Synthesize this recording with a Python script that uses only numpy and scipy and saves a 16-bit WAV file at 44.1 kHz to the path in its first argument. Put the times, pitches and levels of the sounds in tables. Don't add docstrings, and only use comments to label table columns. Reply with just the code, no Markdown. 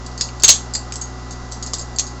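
import sys
import numpy as np
from scipy import signal
from scipy.fft import rfft, irfft, next_fast_len
from scipy.io import wavfile
from scipy.ndimage import map_coordinates

SR = 44100
rng = np.random.default_rng(int(sys.argv[2]) if len(sys.argv) > 2 else 0)


def int16_out(signal):
    q = np.round(np.clip(np.atleast_2d(signal).T, -1, 1) * 32767)
    wavfile.write(sys.argv[1], SR, q.astype(np.int16))


N = 97020

# t/s, crack/dB, low ring/dB, middle ring/dB, high ring/dB,
# ring t60 factor (about 1 free, less gripped), room tail/dB
CLACKS = [ (.0635, -35, -35.5, -41, -36, .5, -10), (0.067, -36, -38.5, -41, -54.5, 0.3, -11),
          (.178, -27, -30.5, -37.5, -38.5, 1.2, -9), (.202, -37.5, -32.5, -39, -50.5, 0.75, -4),
          (.2108, -13.5, -22, -16.5, -32, 0.33, -7), (.215, -26.5, -24, -21.5, -34, 0.92, 1.5),
          (0.276, -37, -62.5, -41.5, -53, .8, -7), (0.287, -37.5, -36.5, -41, -54, .6, -9),
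          (0.3988, -30.5, -34, -40, -42.5, .5, -3), (0.423, -24, -28, -48, -46, 0.47, -6),
          (0.4357, -3.5, -19, -6.5, -20.5, 0.31, 0), (0.4443, -13, -22, -3, -22.5, 0.58, -20),
          (0.4807, -2, -27, -17, -12, .8, 9.5), (0.4869, -12.5, -23, -13, -19, 0.52, -8),
          (.4905, 3.5, -9, -8, -3.5, 0.37, -15.5), (.502, -2.5, -15.5, -2.5, -17, 0.62, -6.5),
          (0.7374, -25, -24, -37, -22.5, 0.9, 0.5), (0.7516, -18.5, -18.5, -34, -22, 0.83, -4),
          (0.9227, -27.5, -35.5, -28, -27, .25, -13), (.939, -28, -37, -43, -36.5, 0.29, 0),
          (0.9575, -22, -35, -31.5, -29.5, 0.37, -3), (1.013, -38, -47, -23, -32, 0.61, -3),
          (1.017, -42, -35, -23, -35, .8, -4), (1.309, -31, -38, -35.5, -36.5, .8, -12.5),
          (1.326, -31.5, -40, -40, -50, .8, -5), (1.516, -43, -52, -46, -35, 1, -5),
          (1.522, -24, -38, -39, -35, 0.76, 0.5), (1.626, -22.5, -31.5, -26.5, -35, .7, 0),
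          (1.6635, -28, -48, -48, -31, 0.39, -10), (1.672, -26, -34, -37, -38.5, 0.8, 1.5),
          (1.735, -16, -35, -25.5, -19.5, .4, -5.5), (1.7403, -22.5, -28, -28, -39, 0.35, 0),
          (1.784, -50, -39.5, -34.5, -27, 1.1, -5.5), (1.7945, -27.5, -31.5, -34.5, -31.5, 0.6, -3.5),
          (1.813, -41, -41, -28, -44, .9, -9.5), (1.9616, -35.5, -32.5, -37, -31, .5, -5),
          (1.9862, -10, -23.5, -15, -29, 0.88, -3.5), (1.996, -14, -23.5, -20.5, -16, 0.31, -9.5),
          (2.0675, -33, -33.5, -31, -38, 0.4, 1.5)]
# f/Hz, level/dB, t60/s
STEEL_MODES = [(4330, -4, .05), (4560, -1, .07), (4700, 0, .07), (4860, -1, .05), (5030, -3, .04),
               (6360, -5, .06), (6520, 0, .08), (6570, -2, .08), (6690, -1, .08), (6890, -7, .05),
               (7100, -5, .04), (7290, -3, .05), (7440, -3, .06), (7570, -1, .07), (7630, -1, .08)]
# f/Hz, gain/dB
CRACK_SPECTRUM = [(150, -42), (400, -33), (1500, -27.5), (2400, -29), (3200, -11), (4500, -3.5),
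                  (5300, -0.5), (6000, 0), (7000, 1), (8000, -4)]
# t/s, level/dB, f/Hz, t60/s
DULL_KNOCKS = [(0.209, -32.5, 1930, 0.025), (0.288, -38.5, 2480, 0.048), (0.435, -24, 379, 0.014),
               (0.4372, -18.5, 3390, 0.22), (.4375, -32, 820, .015), (.489, -22.5, 620, 0.022),
               (0.491, -24, 1124, .02), (0.4923, -17.5, 2360, 0.0069), (.491, -10, 3500, 0.03),
               (0.7509, -33.5, 2150, 0.02), (.9235, -36, 2520, .01), (1.628, -38, 3640, 0.047),
               (1.734, -29, 1054, 0.012), (1.7346, -44.5, 2100, .008), (1.7345, -34, 520, 0.012)]
HUM_HARMONICS_DB = [-33, -36, -50.5, -48]
# f/Hz, rms level/dB
FAN_PARTIALS = [(258.3, -45), (369, -47), (739.8, -46.5), (829.2, -50), (1023, -51), (1969.3, -48.5),
                (2078, -59), (2772, -59.5)]
# f/Hz, gain/dB
AIR_SPECTRUM = [(20, 4), (45, -2.5), (95, 0), (150, -5.5), (195, 2), (280, 0), (450, -1.5), (800, -2.5),
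                (1300, -1.5), (1700, -9), (2300, -17), (3300, -16.5), (4800, -10.5), (6000, -12.5),
                (7000, -11.5), (8000, -23)]
# f/Hz, gain/dB
MIC_RESPONSE = [(10, -0.5), (7550, -3.5), (7850, -9.5), (8100, -13), (8350, -40.5), (10000, -52.5),
                (13000, -72.5)]

CRACK_T60_S = 0.0066
MODE_SPREAD_DB, GRIP_DETUNE_RATIO, PIVOT_BLUR_HZ = 3.5, 0.006, 45
KNOCK_EDGE_RATIO = 1.18
TICK_COUNT, TICK_DB, TICK_SPREAD_DB = 25, -47, 5.5
EARLY_DB, EARLY_T60_S, TAIL_T60_S, WALL_RISE_S = -0.5, 0.075, 0.23, 0.002
MAINS_HZ, AIR_DB = 59.95, -35
FAN_WAVER_RAD, FAN_WAVER_PER_S = 0.12, 3.6
CLIP_LEVEL, CUTOFF_HZ = 0.91, 15900


def knife():
    out = np.zeros(N + SR)
    t = np.arange(SR // 3) / SR
    add_clacks(out, t)
    add_knocks(out, t)
    add_pivot_ticks(out, t)
    return out[:N]


def add_clacks(out, t):
    clusters = np.array_split(np.array(STEEL_MODES), 3)
    for start_s, *levels_db, t60_factor, tail_db in CLACKS:
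        walls = room(t, EARLY_DB, tail_db)
        rings = [steel_ring(t, modes, t60_factor) for modes in clusters]
        for part, db in zip([crack(t), *rings], levels_db):
            add_in_room(out, start_s, db, part, walls)


def crack(t):
    return coloured(burst(t, CRACK_T60_S), CRACK_SPECTRUM)


def steel_ring(t, modes, t60_factor):
    out = np.zeros(len(t))
    for hz, db, t60_s in modes:
        blur_rad = np.cumsum(rng.standard_normal(len(t))) * np.sqrt(2 * np.pi * PIVOT_BLUR_HZ / SR)
        detuned_hz = hz * (1 + GRIP_DETUNE_RATIO * rng.normal())
        phase_rad = 2 * np.pi * (detuned_hz * t + rng.random()) + blur_rad
        gain = amp(db + MODE_SPREAD_DB * rng.normal())
        out += gain * fade(t, t60_s * t60_factor) * np.sin(phase_rad)
    return out


def add_knocks(out, t):
    for start_s, db, hz, t60_s in DULL_KNOCKS:
        band_hz = [hz / KNOCK_EDGE_RATIO, hz * KNOCK_EDGE_RATIO]
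        body = signal.butter(2, band_hz, 'bandpass', fs=SR, output='sos')
        knock = signal.sosfilt(body, burst(t, t60_s))
        add_in_room(out, start_s, db, knock, room(t, early_db=-14, tail_db=-14))


def add_pivot_ticks(out, t):
    for start_s in rng.uniform(0, N / SR, size=TICK_COUNT):
        tick = crack(t)
        db = TICK_DB + TICK_SPREAD_DB * rng.normal()
        add_in_room(out, start_s, db, tick, room(t, EARLY_DB, tail_db=-14))


def room(t, early_db, tail_db):
    early = amp(early_db) * burst(t, EARLY_T60_S)
    tail = amp(tail_db) * burst(t, TAIL_T60_S)
    response = (early + tail) * (1 - np.exp(-t / WALL_RISE_S))
    response[0] = 1
    return response


def add_in_room(out, start_s, db, sound, walls):
    heard = signal.fftconvolve(sound, walls)[:len(sound)]
    onset_rms = np.std(heard[:SR // 100])
    out[round(start_s * SR):][:len(sound)] += amp(db) * heard / onset_rms


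def mains_hum(t):
    return np.sqrt(2) * sum(amp(db) * np.sin(2 * np.pi * k * MAINS_HZ * t)
                            for k, db in enumerate(HUM_HARMONICS_DB, 1))


def fan(t):
    return np.sqrt(2) * sum(amp(db) * np.sin(2 * np.pi * hz * t + FAN_WAVER_RAD * wobble(FAN_WAVER_PER_S))
                            for hz, db in FAN_PARTIALS)


def air():
    noise = coloured(rng.standard_normal(N), AIR_SPECTRUM)
    return amp(AIR_DB) * noise / np.sqrt(np.mean(noise ** 2))


def amp(db):
    return 10 ** (np.asarray(db) / 20)


def coloured(x, spectrum):
    size = next_fast_len(len(x) + 4096)
    hz, db = np.transpose(spectrum)
    bins_hz = np.fft.rfftfreq(size, 1 / SR)
    gain = amp(np.interp(np.log(bins_hz + 1), np.log(hz), db))
    return irfft(rfft(x, size) * gain, size)[:len(x)]


def fade(t, t60_s):
    return np.exp(-np.log(1000) * t / t60_s)


def burst(t, t60_s):
    noise = rng.standard_normal(len(t)) * fade(t, t60_s)
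    return noise / np.linalg.norm(noise)


def wobble(knots_per_s):
    knots = rng.standard_normal(int(N * knots_per_s / SR) + 4)
    return map_coordinates(knots, [np.arange(N) * knots_per_s / SR])


def scene():
    t = np.arange(N) / SR
    return (knife() + mains_hum(t) + fan(t) + air())[None]


def record(dry):
    clipped = np.clip(coloured(dry[0], MIC_RESPONSE), -CLIP_LEVEL, CLIP_LEVEL)
    lowpass = signal.firwin(101, CUTOFF_HZ, fs=SR)
    return np.convolve(clipped, lowpass, 'same')[None]


dry = scene()
out = record(dry)
int16_out(out)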